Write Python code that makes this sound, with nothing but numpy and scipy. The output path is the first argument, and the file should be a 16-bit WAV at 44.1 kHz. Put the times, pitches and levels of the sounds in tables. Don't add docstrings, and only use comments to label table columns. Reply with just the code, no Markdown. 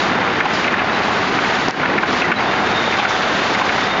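import sys
import numpy as np
from scipy import signal
from scipy.fft import rfft, irfft, next_fast_len
from scipy.io import wavfile
from scipy.ndimage import map_coordinates

SR = 44100
rng = np.random.default_rng(int(sys.argv[2]) if len(sys.argv) > 2 else 0)


def unload_wav(signal):
    wavfile.write(
        sys.argv[1],
        SR,
        np.round(np.clip(np.atleast_2d(signal).T, -1, 1) * 32767).astype(np.int16),
    )


N = 176400
T = np.arange(N) / SR


def amp(db):
    return 10 ** (np.asarray(db) / 20)


def unit(x):
    return x / np.sqrt(np.mean(x ** 2) + 1e-20)


def colour(points, hz):
    f, db = np.transpose(points)
    return amp(np.interp(np.log(hz + 1), np.log(f + 1), db))


def curve(rows):
    return np.interp(T, *np.transpose(rows))


def wobble(rate):
    return map_coordinates(rng.standard_normal(int(N * rate / SR) + 4), [T * rate])


def filtered(x, response):
    size = next_fast_len(len(x) + 8192)
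    return irfft(rfft(x, size) * response(np.fft.rfftfreq(size, 1 / SR)), size)[:len(x)]


def noise(response, size=N):
    return unit(filtered(rng.standard_normal(size), response))


def resonance(f, hz, width):
    return 1j * f * width / (hz * hz - f * f + 1j * f * width)


def bursts(rows, response, rise_s, t60, hold_s=0):
    out, t = np.zeros(N + SR), T[:SR // 4]
    envelope = (1 - np.exp(-t / rise_s)) * amp(-60 * np.maximum(t - hold_s, 0) / t60)
    for start, db, *tone in rows:
        ring = envelope * noise(lambda f: response(f, *tone), size=len(t))
        ring *= np.linalg.norm(envelope) / np.linalg.norm(ring) / envelope.max()
        out[int(start * SR):][:len(t)] += amp(db) * ring
    return out[:N]


def singing(modes, waver_db):
    out = np.zeros(N)
    for hz, deviation, db in modes:
        gain = amp(db + waver_db * wobble(30))
        out += gain * np.sin(2 * np.pi * np.cumsum(hz + deviation * wobble(120)) / SR)
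    return unit(out)


# frequency in Hz, relative density in dB.
SPINDLE_SPECTRUM = [(21, -45), (35, -22.5), (54, -24), (75, -10.5), (164, -4.5), (201, -1), (269, -2),
                    (314, -1), (563, -2.5), (753, -2), (985, -3), (1580, -3), (2160, -6), (3380, -14.5),
                    (3610, -16), (4830, -15.5), (5410, -20), (6470, -22), (7400, -45.5), (9620, -72),
                    (16300, -120)]
# frequency in Hz, gain in dB.
HALL_COLOUR = [(120, 0.5), (220, -0.5), (500, -1), (800, 2), (2200, 0), (3500, -2), (6000, -10)]

def spindles(impacts_per_s=260, t60=0.023):
    tone = lambda f: colour(SPINDLE_SPECTRUM, f) * colour(HALL_COLOUR, f)
    wash = noise(tone) * amp(0.57 * wobble(14))
    energy_decay = amp(-60 * T[:SR // 8] / t60) ** 2
    rattle = np.zeros(N)
    for hz in (750, 1400, 2480, 4400):
        hits = (rng.random(N) < impacts_per_s / 4 / SR) * amp(rng.uniform(-5.5, 0, N))
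        envelope = np.sqrt(np.abs(signal.fftconvolve(hits ** 2, energy_decay)[:N]))
        impacts = envelope * rng.standard_normal(N)
        rattle += filtered(impacts, lambda f: tone(f) * resonance(f, hz, hz * 1.35))
    return amp(-19) * wash + amp(-23.5) * unit(rattle)


# frequency in Hz, rms level in dB.
SHAFT_PARTIALS = [(28.7, -52), (57.4, -56.5), (86, -51.5), (115, -47), (199, -41)]

def shaft():
    return np.sqrt(2) * sum(amp(db + 1.4 * wobble(7)) * np.sin(2 * np.pi * hz * T + 0.2 * wobble(4))
                            for hz, db in SHAFT_PARTIALS)


# time in seconds, level in dB.
WHINE_LEVEL = [(0, -36.5), (1, -38), (1.55, -30.5), (2, -35.5), (2.6, -28.5), (3.2, -31), (3.7, -28),
               (4, -52)]
# frequency in Hz, random deviation in Hz, relative level in dB.
GEAR_TONES = [(746, 9, 0.5), (771, 25, -5.5), (901, 23.86, -4)]

def gears():
    return amp(curve(WHINE_LEVEL)) * singing(GEAR_TONES, waver_db=4.5)


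# time in seconds, relative level in dB.
RUMBLE_LEVEL = [(0, -23), (.5, -24), (1, -25.5), (1.3, -22.5), (1.45, -25), (1.9, -23), (2.3, -22.5),
                (2.75, -27.5), (3.1, -31), (3.45, -27), (3.8, -32), (4, -25)]
# frequency in Hz, relative density in dB.
RUMBLE_SPECTRUM = [(70, -32.5), (140, -5.5), (210, 2), (350, 1.5), (520, -5), (900, -43)]

def rumble():
    return amp(curve(RUMBLE_LEVEL) - 3.5) * noise(lambda f: colour(RUMBLE_SPECTRUM, f))


# time in seconds, level in dB.
SCRAPE_LEVEL = [(0, -25.5), (.2, -36.5), (.48, -35), (.58, -27), (.78, -39.5), (1.05, -30.5), (1.35, -30.5),
                (1.53, -27), (1.68, -30), (1.85, -37), (2.06, -34), (2.16, -25), (2.3, -37.5), (2.6, -31),
                (3.1, -29), (3.45, -28), (3.8, -27.5), (4, -36.5)]
# frequency in Hz, relative density in dB.
SCRAPE_SPECTRUM = [(1500, -28), (2800, 1.5), (3900, 0), (5000, -6), (6700, -11.5), (7600, -17)]

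def wire_scrape(flutter_db=1.2):
    envelope = amp(curve(SCRAPE_LEVEL) + flutter_db * wobble(70))
    return envelope * noise(lambda f: colour(SCRAPE_SPECTRUM, f))


# time in seconds, level in dB.
RUB_LEVEL = [(0, -38), (.7, -42), (1.3, -49.5), (1.55, -38), (1.8, -46.5), (2.42, -53), (2.48, -29.5),
             (2.55, -42), (2.78, -36), (2.94, -34), (3.05, -36), (3.3, -36.5), (3.45, -45.5), (3.65, -36),
             (3.75, -47), (3.83, -32), (4, -40)]

def bearing_rub():
    return amp(curve(RUB_LEVEL)) * noise(lambda f: resonance(f, hz=3580, width=110) ** 2)


# start in seconds, level in dB, centre in Hz, 60 dB decay time in seconds.
BED_BLOWS = [(0.111, -19, 218, 0.13), (1.683, -7.5, 420, 0.013), (1.885, -18.5, 303, 0.22),
             (1.953, -16.5, 300, 0.12), (2.878, -13.5, 740, 0.015)]

def thuds():
    response = lambda f, hz: resonance(f, hz, hz * 0.87) ** 2
    return sum(bursts([blow], response, rise_s=0.0014, t60=t60) for *blow, t60 in BED_BLOWS)


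# start in seconds, relative level in dB, centre in Hz,
# offset in dB for the ring of the bars.
FRAME_BLOWS = [(0.272, -16, 1380, -4), (0.403, -11.5, 1690, -2.5), (.453, -13, 910, -2),
               (.639, -15.5, 2100, -4.5), (.676, -17, 2140, -2), (0.736, -11, 1520, -4.5),
               (.787, -17, 2100, -2.5), (1.385, -13.5, 1210, -8), (1.443, -16, 2010, -5),
               (1.83, -17, 1250, -1.5), (1.852, -18, 1640, 1), (1.978, -13, 1720, 0),
               (2.030, -11, 1105, -3), (2.215, -14, 2380, -4), (2.277, -20.5, 1950, -4),
               (2.315, -7.5, 1780, -6), (2.399, -17, 1990, -6), (2.922, -20, 2100, 0),
               (2.988, -17, 850, -2), (2.994, -16, 2670, -6), (3.049, -10.5, 1610, -9.5),
               (3.546, -16.5, 1600, -8), (3.612, -14, 1004, -2), (3.69, -13, 1800, -7)]
# frequency in Hz, bandwidth in Hz, gain in dB.
FRAME_MODES = [(754, 36, 5.5), (1072, 150, -2.5), (1494, 140, 2.5), (1940, 240, -1), (2114, 360, 2),
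               (2660, 840, -4.5)]
CLANK_HOLD_S = 0.007

def frame_clanks(spread_octaves=0.46, skirt_db=-4.5):
    def response(f, centre):
        modes = sum((-1) ** k * amp(db) * resonance(f, hz, width)
                    for k, (hz, width, db) in enumerate(FRAME_MODES))
        focus = np.exp(-0.5 * (np.log2((f + 1) / centre) / spread_octaves) ** 2)
        return modes * (focus + amp(skirt_db))
    blows = [blow[:3] for blow in FRAME_BLOWS]
    return amp(-1.5) * bursts(blows, response, rise_s=0.003, t60=0.053, hold_s=CLANK_HOLD_S)


# frequency in Hz, relative level in dB.
BAR_MODES = [(823, 5), (1049, -3.5), (1380, -3), (1475, -4), (1675, -4.5), (1778, 0.5), (2120, 0),
             (2390, -3.5), (2600, -2)]

def bars(rise_s=0.003, t60=0.1, spread_octaves=0.27):
    out, t = np.zeros(N + SR), T[:SR // 4]
    hz, mode_db = np.transpose(BAR_MODES)
    envelope = (1 - np.exp(-t / rise_s)) * amp(-60 * np.maximum(t - CLANK_HOLD_S, 0) / t60)
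    for start, db, centre, offset_db in FRAME_BLOWS:
        focus = np.exp(-0.5 * (np.log2(hz / centre) / spread_octaves) ** 2)
        gains = amp(mode_db + rng.standard_normal(len(hz))) * focus
        partials = np.sin(2 * np.pi * (hz[:, None] * t + rng.random((len(hz), 1))))
        ring = envelope * (gains @ partials)
        ring *= np.linalg.norm(envelope) / np.linalg.norm(ring)
        out[int(start * SR):][:len(t)] += amp(db + offset_db) * ring
    return out[:N]


def hall(x, t60=0.14):
    tail = rng.standard_normal(SR) * amp(-60 * T[:SR] / t60)
    return signal.fftconvolve(x, tail / np.linalg.norm(tail))[:N]


# start in seconds, level in dB, centre in Hz, resonance width in Hz.
WIRE_STRIKES = [(.532, -30.5, 4770, 1400), (.922, -30, 3950, 130), (2.118, -32, 4720, 1400),
                (2.235, -18.5, 2000, 200), (2.355, -27, 3920, 110), (2.402, -33, 4560, 1280),
                (2.985, -23, 3060, 1200), (3.085, -33, 5640, 1500), (3.828, -34, 4900, 1200)]

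def wire_chinks():
    return bursts(WIRE_STRIKES, lambda f, hz, width: resonance(f, hz, width) ** 2,
                  rise_s=0.0056, t60=0.17)


# start in seconds, level at the source in dB, centre in Hz.
NEAR_TICKS = [(1.6845, -11.5, 5200), (1.7095, 9.5, 14100)]

def ticks():
    return bursts(NEAR_TICKS, lambda f, hz: resonance(f, hz, hz * 0.6) ** 2,
                  rise_s=0.00013, t60=0.0024)


# time in seconds, level in dB.
SQUEAL_LEVEL = [(0, -48.5), (2.55, -55), (2.70, -40), (2.79, -25.5), (2.825, -35), (2.865, -28),
                (2.92, -42), (3.1, -56), (3.86, -49), (3.925, -28), (3.96, -39), (4, -38)]
# frequency in Hz, random deviation in Hz, relative level in dB.
BEARING_MODES = [(3712, 9, 0), (3650, 25, -9)]

def bearing_squeal(roughness_db=3):
    slip = unit(amp(roughness_db * wobble(160)))
    return amp(curve(SQUEAL_LEVEL)) * slip * singing(BEARING_MODES, waver_db=1)


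def scene():
    running = spindles() + shaft() + gears() + rumble() + wire_scrape() + bearing_rub()
    clanks = frame_clanks() + bars()
    impacts = thuds() + clanks + amp(-8.5) * hall(clanks) + wire_chinks() + ticks()
    return (running + impacts + bearing_squeal())[None]


def record(dry):
    threshold_db, release_db_per_s, window_s = -16.5, 113, 0.016
    ceiling, hardness, cutoff_hz = 0.64, 6, 7280
    x = dry[0]
    size = int(window_s * SR)
    power = np.abs(signal.fftconvolve(x ** 2, np.ones(size) / size)[:N])
    excess_db = np.maximum(10 * np.log10(power + 1e-12) - threshold_db, 0)
    recovery_db = release_db_per_s * T
    x = x * amp(recovery_db - np.maximum.accumulate(excess_db + recovery_db))
    x = x / (1 + np.abs(x / ceiling) ** hardness) ** (1 / hardness)
    return filtered(x, lambda f: 1 / np.sqrt(1 + (f / cutoff_hz) ** 100))[None]


dry = scene()
out = record(dry)
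unload_wav(out)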